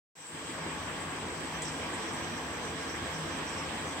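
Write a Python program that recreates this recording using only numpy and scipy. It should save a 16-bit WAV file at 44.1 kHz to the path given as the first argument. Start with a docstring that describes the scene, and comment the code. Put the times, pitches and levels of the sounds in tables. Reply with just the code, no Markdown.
"""A forest creek, heard in stereo from a wooden porch whose hollows colour the noise.
Out of silence the rush opens, treble first and bass last, with a narrow high sizzle above it.
Faint twittering swells, perhaps far birds, come and go, and low swells, perhaps the water gulping.
Near one second come soft scuffs, probably a squirrel's feet; from 1.6 s its claws tick on wood.
The twittering grows busier, and one more scuff and tick follow near 3.5 s as the creek runs on."""
import sys
import numpy as np
from scipy import signal
from scipy.fft import rfft, irfft
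from scipy.io import wavfile

SR = 44100
rng = np.random.default_rng(int(sys.argv[2]) if len(sys.argv) > 2 else 0)


def dump(signal):
    """Clip the signal to [-1, 1] and save it as 16-bit WAV at the path in sys.argv[1]."""
    limited = np.clip(np.atleast_2d(signal).T, -1, 1)
    pcm = np.round(limited * 32767).astype(np.int16)
    wavfile.write(sys.argv[1], SR, pcm)


N = 176400
T = np.arange(N) / SR
HZ = np.maximum(np.arange(N // 2 + 1) * SR / N, 1)
SIDES = np.array([[1], [-1]])  # left, right; every pan is left minus right

# how alike the water sounds at the two microphones: f/Hz, correlation
WATER_LIKENESS = [(60, 0.92), (270, 1), (480, 0.9), (600, 0.59), (800, 0.42), (1080, 0.93), (1420, 0),
                  (1800, 0.35), (2400, 0.44), (3000, 0.24), (4000, 0.41), (5000, 0), (15000, 0.021)]


def from_db(db):
    """Decibels to gain."""
    return 10 ** (np.asarray(db) / 20)


def rms_one(x):
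    """Scale to rms 1."""
    return x / np.sqrt(np.mean(x ** 2) + 1e-20)


def in_time(points):
    """Join (t/s, value) points by straight lines."""
    return np.interp(T, *np.transpose(points))


def over_hz(points):
    """Join (f/Hz, value) points on a log-frequency axis."""
    hz, value = np.transpose(points)
    return np.interp(np.log(HZ), np.log(hz), value)


def drift(rate_hz):
    """Random wander of rms 1, mostly slower than rate_hz."""
    return rms_one(irfft(rfft(rng.standard_normal(N)) / (1 + (HZ / rate_hz) ** 2), N))


def stereo_noise(gain, pan_db, alike, lead=0):
    """Noise at two microphones with a given colour, balance, correlation and phase lead; rms 1."""
    mid, side = rfft(rng.standard_normal((2, N)))
    alike = np.clip(alike, -.99, .99)
    pair = np.sqrt(1 + alike) * mid + SIDES * np.sqrt(1 - alike) * side
    placement = from_db(SIDES * pan_db / 2) * np.exp(.5j * SIDES * lead)
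    return rms_one(irfft(pair * gain * placement, N))


def band(hz, width_hz, order):
    """Gain of a resonance; a higher order has steeper flanks."""
    return 1 / np.sqrt(1 + ((HZ ** 2 - hz ** 2) / (HZ * width_hz)) ** (2 * order))


def swell(middle_s, length_s):
    """A bell-shaped rise and fall."""
    return np.exp(-2 * ((T - middle_s) / length_s) ** 2)


def porch_walls():
    """Weak early reflections ripple the spectrum above the bass, differently at each microphone."""
    count, echo_db, above_hz = 10, -10.5, 370
    delays_s = rng.uniform(.005, .03, (count, 2, 1))
    echoes = sum(np.exp(-2j * np.pi * HZ * delay) for delay in delays_s) / np.sqrt(count)
    return 1 + from_db(echo_db) * echoes * HZ / (HZ + above_hz)


def porch_hollows():
    """The wooden hollows resonate in narrow bands of the water's noise."""
    # resonances: f/Hz, width/Hz, level/dB, pan/dB, correlation
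    hollows = [(81.8, 16, -56, 2, 0.99), (109, 11, -62.5, 1, 1), (158.7, 8.8, -51, 2, 0.97),
               (264.5, 27, -52, 0, 1), (329.8, 30, -51.5, 0, 1), (451, 19, -60.5, -3, 0.72),
               (632, 27, -58.5, -2, 0.79), (873, 45, -55.5, 4, 0.46), (1110, 89, -56, -3, .9),
               (1612, 30, -52.5, -3.5, 0.11), (2392, 25, -60, -1, 0.87), (2750, 22, -71, 4, .5),
               (3116, 44, -60.5, -5, 0.076), (3350, 130, -63.5, -7, 0.22), (3980, 220, -63.5, 6, 0.23)]
    return sum(from_db(db) * stereo_noise(band(hz, width, order=2), pan, alike)
               for hz, width, db, pan, alike in hollows)


def creek():
    """Rushing water heard from the porch; each half octave flickers, and the bass opens last."""
    # spectrum of the rush: f/Hz, relative level/dB
    colour = [(28, -34), (36, -30), (48, -10), (66, -5), (105, -5), (135, -8.5), (190, -2), (300, -1.5),
              (400, -5), (490, -1), (570, -6), (850, -3.5), (1120, -4), (1400, -7), (1750, -6), (2200, -8),
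              (2650, -11), (3200, -10), (3700, -14.5), (4450, -18), (4800, -17), (5500, -18.5),
              (6300, -18.5), (6750, -24.5), (8800, -29), (9500, -26.5), (10400, -61.5), (11600, -35.5),
              (15300, -33.5)]
    # where the rush lies: f/Hz, pan/dB
    pan = [(60, 2.5), (160, -0.3), (300, -0.6), (500, -0.5), (800, 2.5), (1300, 1.3), (1750, -6.5),
           (2450, -1), (3200, -4.5), (3900, -2.5), (4700, 2), (5800, -2.5), (7000, -3.5), (14000, 1)]
    # lead at the left microphone: f/Hz, phase/rad
    lead = [(70, 0.56), (330, -0.72), (450, 0.4), (620, .5), (1050, 0), (1350, 1.2), (1750, 0.06),
            (2100, 0.85), (2500, 0.33), (3100, 2.5), (4000, 3.5)]
    # the rush grows slowly and unevenly: t/s, level/dB
    flow = [(.6, -1.5), (1.4, -1.5), (2.0, 0.1), (2.8, -1), (3.2, 0.2), (4.0, -0.5)]
    # the fade-in, scaled for each band by its depth: t/s, level/dB
    opening = [(.156, -21), (.19, -13), (.28, -10.5), (.34, -4), (.46, -1.6), (.58, 0.76)]
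    # the right side grows as the listener turns: t/s, treble pan/dB
    turn = [(.2, 1.3), (1.3, 2), (2.1, 0.4), (4.0, 0.06)]
    water = stereo_noise(from_db(over_hz(colour)), over_hz(pan), over_hz(WATER_LIKENESS), over_hz(lead))
    rush = from_db(-38.5) * water + porch_hollows()
    spectrum = rfft(rush) * porch_walls()
    flow_db = in_time(flow) + 0.06 * drift(rate_hz=12)  # all bands surge very slightly together
    opening_db, turn_db = in_time(opening), SIDES * in_time(turn) / 2
    treble_hz, bass_hz, turn_above_hz = 4800, 110, 610
    centres_hz = 40 * 2 ** np.arange(0, 9, .5)
    out = 0
    for hz, pick in zip(centres_hz, np.eye(len(centres_hz))):
        half_octave = irfft(spectrum * np.interp(np.log(HZ), np.log(centres_hz), pick), N)
        depth = 0.18 + 0.82 / (1 + (hz / treble_hz) ** 2) + 0.96 / (1 + (hz / bass_hz) ** 2)
        side_db = turn_db * hz / (hz + turn_above_hz)
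        flicker_db = 1.08 * drift(rate_hz=11.3)
        out = out + half_octave * from_db(flow_db + depth * opening_db + side_db + flicker_db)
    return out


def sizzle():
    """A narrow, flickering high band, mostly on the left."""
    # spectrum of the sizzle: f/Hz, relative level/dB
    colour = [(6500, -20), (7150, -12), (7550, 0), (7800, 0.5), (8320, -2.5), (8650, -12), (8850, -12),
              (9300, -28), (10000, -65)]
    # where it lies: f/Hz, pan/dB
    pan = [(7400, 1.4), (7800, 3.5), (8200, 6.7), (8700, 2.9)]
    # its slow rise and fall: t/s, level/dB
    loudness = [(.156, -59), (.2, -50), (.52, -47.5), (.7, -49.5), (1.3, -48.5), (1.55, -49.5), (1.7, -50),
                (1.95, -47.5), (2.3, -50.5), (3.0, -49), (3.5, -48.5), (4.0, -48.5)]
    level_db = in_time(loudness) + 1.22 * drift(rate_hz=14)
    return from_db(level_db) * stereo_noise(from_db(over_hz(colour)), over_hz(pan), alike=-0.097)


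def twitters():
    """Thin high swells, perhaps birds, blurred by distance."""
    # swells: middle t/s, length/s, f/Hz, width/Hz, level/dB
    calls = [(.22, .12, 5800, 600, -64), (.84, 0.11, 5860, 700, -56.5), (1.551, .014, 5950, 450, -49.5),
             (1.57, .012, 6000, 400, -48.5), (1.657, 0.012, 5900, 1000, -46),
             (1.673, 0.035, 5500, 950, -45), (1.776, 0.11, 5650, 700, -55.5), (2.066, .09, 5600, 700, -52),
             (2.28, 0.29, 5820, 600, -53.5), (2.537, .07, 5940, 350, -56), (2.665, .07, 5930, 450, -52.5),
             (2.818, 0.046, 5550, 600, -53), (2.925, .07, 5700, 750, -52), (3.165, .055, 5540, 1160, -49.5),
             (3.26, 0.045, 5600, 600, -54.5), (3.342, .07, 5800, 600, -57), (3.48, 0.037, 5700, 800, -49),
             (3.53, .025, 5450, 600, -50), (3.597, 0.057, 5500, 650, -48), (3.638, .025, 5430, 600, -52),
             (3.896, 0.056, 6130, 600, -50.5)]
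    out = 0
    for t, length, hz, width, db in calls:
        voice = stereo_noise(band(hz, width, order=3), pan_db=-0.5, alike=0.29)
        out = out + from_db(db) * swell(t, length) * voice
    roughness_db = 2.5 * drift(rate_hz=26)
    return out * from_db(roughness_db)


def gulps():
    """Brief low swells, perhaps the water gulping, each inside a broader wash."""
    # swells: middle t/s, f/Hz, level/dB
    low_swells = [(.672, 270, -43.5), (1.25, 175, -42), (1.935, 230, -46), (2.21, 215, -42),
                  (2.56, 265, -48), (3.045, 243, -45.5), (3.85, 267, -46)]
    alike = over_hz(WATER_LIKENESS)
    wash = from_db(-4) * stereo_noise(band(374, width_hz=1550, order=3), pan_db=0, alike=alike)
    out = 0
    for t, hz, db in low_swells:
        gulp = stereo_noise(band(hz, width_hz=270, order=2), pan_db=0, alike=alike)
        out = out + from_db(db) * (swell(t, length_s=0.05) * gulp + swell(t, length_s=0.12) * wash)
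    return out


def scuffs():
    """Soft brief scrapes a little to the right, probably the squirrel's feet."""
    # scrapes: middle t/s, length/s, f/Hz, level/dB
    scrapes = [(0.896, 0.035, 1660, -42), (1.145, .07, 1850, -45.5), (3.41, 0.027, 4170, -53)]
    out = 0
    for t, length, hz, db in scrapes:
        friction = stereo_noise(band(hz, width_hz=1450, order=4), pan_db=-2, alike=0)
        out = out + from_db(db) * swell(t, length) * friction
    return out


def claws():
    """Claws on wood: one sharp tick and a few soft touches, each ringing on in a narrower band."""
    # claw strikes: t/s, ring level/dB, crack level/dB
    ticks = [(1.62, -37, -33), (1.681, -48, -60), (1.719, -51, -60), (1.936, -43, -60), (3.492, -46, -60)]
    # spectrum of a tick: f/Hz, relative level/dB
    tick_colour = [(3000, -20), (5500, -2), (7000, -3.5), (7800, 7), (8500, 2), (9400, -6), (10400, -31),
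                   (12500, -15), (15500, -24)]
    attack_s, crack_t60_s, ring_t60_s = 0.00027, 0.023, 0.22
    crack, ring = 0, 0
    for t, ring_db, crack_db in ticks:
        age = np.maximum(T - t, 0)
        rise = 1 - np.exp(-age / attack_s)
        crack = crack + rise * from_db(crack_db - 60 * age / crack_t60_s)
        ring = ring + rise * from_db(ring_db - 60 * age / ring_t60_s)
    colour = from_db(over_hz(tick_colour))
    crack_noise = stereo_noise(colour, pan_db=1.5, alike=0.18)
    ring_noise = stereo_noise(colour * band(7670, width_hz=1400, order=1), pan_db=1.5, alike=0.18)
    return crack * crack_noise + ring * ring_noise


def scene():
    """Everything that reaches the microphones on the porch."""
    return creek() + gulps() + sizzle() + twitters() + claws() + scuffs()


def record(dry):
    """The microphones open after a moment of silence; the top is cut steeply."""
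    start_s, fade_s, cutoff_hz = 0.152, 0.0049, 15800
    opened = dry * np.clip((T - start_s) / fade_s, 0, 1)
    lowpass = signal.ellip(12, .1, 70, cutoff_hz, fs=SR, output="sos")
    return signal.sosfilt(lowpass, opened)


dry = scene()
out = record(dry)
dump(out)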